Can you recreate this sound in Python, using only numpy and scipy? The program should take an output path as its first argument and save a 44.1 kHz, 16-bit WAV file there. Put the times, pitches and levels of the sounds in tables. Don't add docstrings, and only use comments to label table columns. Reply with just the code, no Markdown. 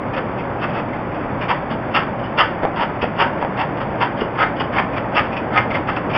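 import sys
import numpy as np
from scipy import signal
from scipy.fft import rfft, irfft, next_fast_len
from scipy.io import wavfile

SR = 44100
rng = np.random.default_rng(int(sys.argv[2]) if len(sys.argv) > 2 else 0)


def inscribe(sig):
    pcm = np.round(np.clip(np.atleast_2d(sig).T, -1, 1) * 32767)
    wavfile.write(sys.argv[1], SR, pcm.astype(np.int16))


N = 272097

# (start [s], length [s], door level [dB], blade level [dB], door resonance [Hz],
# blade resonance [Hz], approach level relative to the bite [dB])
PULL_STROKES = [(0.605, 0.046, -19.5, -26, 1170, 2580, -17), (1.13, 0.049, -33, -38.5, 900, 2600, -12),
                (1.475, 0.046, -13, -21.5, 894, 2730, -28), (1.934, 0.048, -9.5, -14, 1236, 2710, -25),
                (2.368, 0.049, -7.5, -13, 1207, 2760, -37), (2.781, .058, -16, -26, 880, 2770, -5.5),
                (3.182, 0.049, -8.5, -16.5, 930, 2750, -19.5), (3.554, 0.072, -16, -24, 890, 2660, -23),
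                (3.998, 0.04, -10.5, -19.5, 950, 2700, -23), (4.375, 0.067, -11, -20, 1304, 2060, -15),
                (4.749, 0.054, -15, -22, 1095, 2120, -7.5), (5.138, 0.059, -11.5, -16.5, 1205, 2620, -21),
                (5.548, 0.046, -11.5, -19.5, 1253, 2090, -10), (5.863, 0.047, -16.5, -25, 1190, 2600, -23)]
# (start [s], length [s], door level [dB], blade level [dB], blade resonance [Hz],
# first touch relative to the slide [dB])
PUSH_STROKES = [(0.16, 0.027, -18.5, -24, 2500, -5.5), (.365, 0.058, -36, -36, 2550, -19),
                (0.721, 0.086, -25, -32.5, 2550, -4), (0.931, .05, -31.5, -48, 2580, -14),
                (1.22, 0.026, -29, -50, 2600, -12), (1.398, 0.05, -19, -26.5, 2390, -23),
                (1.696, 0.033, -22.5, -27.5, 2890, -24.5), (2.22, 0.063, -36, -37, 2910, -6),
                (2.616, 0.039, -22.5, -40.5, 2130, -27), (3.007, 0.035, -16.5, -20, 2600, -27),
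                (3.406, 0.036, -25.5, -34, 2100, -9), (3.795, 0.032, -22.5, -30.5, 2700, -6.5),
                (4.198, 0.03, -22.5, -27.5, 2870, -5), (4.593, 0.025, -17, -21, 2930, -12),
                (4.956, .03, -19, -23, 2390, -11), (5.351, 0.043, -28.5, -28.5, 2500, 0),
                (5.733, 0.041, -16, -20, 2100, -6.5), (5.957, 0.024, -17, -23, 2600, -26),
                (6.124, 0.063, -17.5, -20.5, 2450, -11.5)]
# (frequency [Hz], relative gain [dB])
DOOR_RESPONSE = [(150, -23), (350, -6.5), (560, -6.5), (800, 2), (1050, 1.5), (1400, -1.5), (1750, -1),
                 (2300, -9), (3600, -33)]
BLADE_RESPONSE = [(700, -23), (1400, -7.5), (1900, 6), (2400, 9), (2900, -1.5), (3400, -12), (3900, -7.5)]
# (frequency [Hz], 60 dB decay time [s], level relative to the broad response [dB])
PANEL_MODES = [(565, .08, -20), (905, .05, -13), (1290, .05, -15), (1720, .025, -17)]
STEEL_MODES = [(2105, 0.058, -7.5), (2590, .05, -21), (2952, 0.041, -18.5), (3216, 0.09, -21)]
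# (time [s], level [dB], frequency [Hz])
MOULDING_KNOCKS = [(1.712, -13, 260), (2.634, -6, 616), (2.645, -10.5, 454), (2.652, 0, 786),
                   (3.029, -6.5, 470), (3.042, -4, 700), (3.427, -5, 856), (3.449, -5.5, 803),
                   (3.816, -8.5, 850), (4.219, -6, 458), (5.603, -18, 132)]
# (time [s], level [dB])
PAINT_SNAPS = [(.933, -29), (1.976, -20), (2.414, -15), (4.784, -7), (4.98, -27), (5.193, -10),
               (5.366, -19), (5.576, -6)]
# (frequency [Hz], relative spectral density [dB])
AIR_SPECTRUM = [(15, -39.5), (25, -12.5), (60, -8.5), (140, -0.5), (297, -1.5), (432, -6.5), (566, -1.5),
                (668, -4.5), (806, -4.5), (932, -6), (1100, -8.5), (1200, -10), (2230, -19.5), (3310, -34),
                (3600, -33.5), (4680, -67), (7920, -120)]
# (time [s], level [dB])
AIR_LEVELS = [(0, -23.5), (3, -23.5), (6.1, -22.5)]
# (frequency [Hz], gain [dB])
IMAGE_RESPONSE = [(4000, -3), (4700, -11), (5300, -24.5), (5700, -37), (6050, -53.5), (7100, -69),
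                  (9000, -73.5), (12000, -88.5)]


def scraper(door_t60_s=.028, blade_t60_s=.012, dig_in_s=.0033):
    slips, crumbs = stick_slip(slip_hz=450.3, jitter=.9, crumble_s=.0025)
    paint_grip = undb(1.9 * wander(110))
    door_friction = unit_rms(paint_grip * (slips + undb(-3.5) * crumbs))
    blade_friction = unit_rms(paint_grip * crumbs)
    panel, steel = body(DOOR_RESPONSE, PANEL_MODES), body(BLADE_RESPONSE, STEEL_MODES)
    out = np.zeros(N)
    for start, force, door_db, blade_db, door_hz, blade_hz in [*pulls(), *pushes()]:
        door = unit_energy(panel + undb(-7) * mode(door_hz, door_t60_s))
        ring_db = .5 + .5 * (blade_db - door_db)
        blade = unit_energy(steel + undb(ring_db) * mode(blade_hz, blade_t60_s))
        paths = [(start, blade_db, blade_friction, blade),
                 (start + dig_in_s, door_db, door_friction, door)]
        for onset, db, friction, response in paths:
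            grain = friction[int(onset * SR):][:len(force)]
            excitation = force[:len(grain)] * grain
            add(out, onset, undb(db) * signal.fftconvolve(excitation, response))
    return undb(-1.5) * out


def stick_slip(slip_hz, jitter, crumble_s, count=16000):
    stick_periods = 1 + jitter * rng.uniform(-1, 1, count)
    at = (np.cumsum(stick_periods) / slip_hz * SR).astype(int)
    slips = np.bincount(at[at < N], stick_periods[at < N], N)
    bursts = signal.lfilter([1], [1, -np.exp(-1 / (crumble_s * SR))], slips)
    return unit_rms(slips - slips.mean()), unit_rms(bursts * rng.standard_normal(N))


def pulls():
    approach = pressure(.062, swell_share=.6, release_s=.0082)
    run_out = pressure(.05, swell_share=.15, release_s=.05)
    lead_s, run_out_door_hz, run_out_blade_hz = .041, 1500, 2100
    for start, length, door_db, blade_db, door_hz, blade_hz, approach_db in PULL_STROKES:
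        bite = pressure(length, swell_share=.6, release_s=.0079)
        yield start - lead_s, undb(approach_db) * approach, door_db, blade_db, door_hz, blade_hz
        yield start, bite, door_db, blade_db, door_hz, blade_hz
        yield start + length, run_out, door_db - 10.5, blade_db - 14.5, run_out_door_hz, run_out_blade_hz


def pushes(lead_s=.037, door_hz=600):
    touch = pressure(.039, swell_share=.46, release_s=.015)
    for start, length, door_db, blade_db, blade_hz, touch_db in PUSH_STROKES:
        slide = pressure(length, swell_share=.46, release_s=.015)
        yield start - lead_s, undb(touch_db) * touch, door_db, blade_db, door_hz, blade_hz
        yield start, slide, door_db, blade_db, door_hz, blade_hz


def pressure(length_s, swell_share, release_s):
    t = np.arange(SR // 3) / SR
    rise = np.sin(np.pi / 2 * np.clip(t / (swell_share * length_s), 0, 1)) ** 2
    return rise * np.exp(-np.maximum(t - length_s + release_s, 0) / release_s)


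def knocks(t60_cycles=12):
    panel = body(DOOR_RESPONSE, PANEL_MODES)
    panel_ring = undb(-10) * panel / np.abs(panel).max()
    t = np.arange(len(panel)) / SR
    out = np.zeros(N)
    for start, db, hz in MOULDING_KNOCKS:
        thud = np.sin(2 * np.pi * hz * t) * decay(t, t60_cycles / hz)
        add(out, start, undb(db) * (thud + panel_ring))
    return out


def flakes(snap_s=.0037):
    t = np.arange(SR // 20) / SR
    cracks = np.zeros(N)
    for start, db in PAINT_SNAPS:
        add(cracks, start, undb(db) * np.exp(-t / snap_s) * rng.standard_normal(len(t)))
    return convolve(cracks, body(BLADE_RESPONSE, STEEL_MODES))


def body(spectrum, modes, size=8192):
    gain = curve_gain(spectrum, np.fft.rfftfreq(size, 1 / SR))
    cepstrum = irfft(np.log(gain))
    cepstrum[1:size // 2] *= 2
    cepstrum[size // 2 + 1:] = 0
    click = unit_energy(irfft(np.exp(rfft(cepstrum))))
    ringing = sum(undb(db) * mode(hz, t60_s) for hz, t60_s, db in modes)
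    return unit_energy(click + ringing)


def mode(hz, t60_s, size=8192):
    t = np.arange(size) / SR
    return unit_energy(np.cos(2 * np.pi * hz * t) * decay(t, t60_s))


def room(direct, t60_s=.26, gap_s=.0044, reverb_db=-7.5):
    t = np.arange(SR // 2) / SR
    tails = rng.standard_normal((4, len(t))) * decay(t, t60_s) * (t > gap_s)
    shares = np.array([wander(4) for _ in tails])
    shares /= np.sqrt(np.sum(shares ** 2, axis=0))
    reflections = sum(convolve(direct * share, unit_energy(tail)) for share, tail in zip(shares, tails))
    return direct + undb(reverb_db) * reflections


def fan(hum_hz=117.5, hum_db=-38.5):
    t = np.arange(N) / SR
    air_db = np.interp(t, *np.transpose(AIR_LEVELS)) + .5 * wander(20)
    air = unit_rms(colour(rng.standard_normal(N), AIR_SPECTRUM))
    hum = np.sqrt(2) * np.sin(2 * np.pi * hum_hz * t + .91 * wander(6))
    return undb(air_db) * air + undb(hum_db - wander(5.9)) * hum


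def undb(db):
    return 10 ** (np.asarray(db) / 20)


def decay(t, t60_s):
    return np.exp(-np.log(1000) * t / t60_s)


def unit_rms(x):
    return x / np.sqrt(np.mean(x ** 2))


def unit_energy(x):
    return x / np.sqrt(np.sum(x ** 2))


def wander(rate_hz):
    knots = rng.standard_normal(N // 20)
    return .92 * np.interp(np.arange(N) / SR * rate_hz, np.arange(len(knots)), knots)


def curve_gain(points, hz):
    point_hz, db = np.transpose(points)
    return undb(np.interp(np.log(np.maximum(hz, 1)), np.log(point_hz), db))


def colour(x, points):
    return filtered(x, lambda hz: curve_gain(points, hz))


def filtered(x, gain_at):
    size = next_fast_len(N + 4096)
    gain = gain_at(np.fft.rfftfreq(size, 1 / SR))
    return irfft(rfft(x, size) * gain, size)[:N]


def convolve(x, response):
    return signal.fftconvolve(x, response)[:N]


def add(out, start_s, x):
    i = int(start_s * SR)
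    out[i:i + len(x)] += x[:N - i]


def scene():
    work = scraper() + flakes() + knocks()
    return (room(work) + fan())[None]


def record(dry, ceiling=.8, band_hz=3540, sampling_hz=8000, top_hz=15700):
    rounded = dry[0] / (1 + (dry[0] / ceiling) ** 4) ** .25
    band = filtered(rounded, lambda hz: 1 / np.sqrt(1 + (hz / band_hz) ** 52))
    carrier = 2 * np.cos(2 * np.pi * sampling_hz * np.arange(N) / SR)
    image = colour(band * carrier, IMAGE_RESPONSE)
    lowpass = signal.ellip(8, .2, 70, top_hz, fs=SR, output="sos")
    return signal.sosfilt(lowpass, band + image)[None]


dry = scene()
out = record(dry)
inscribe(out)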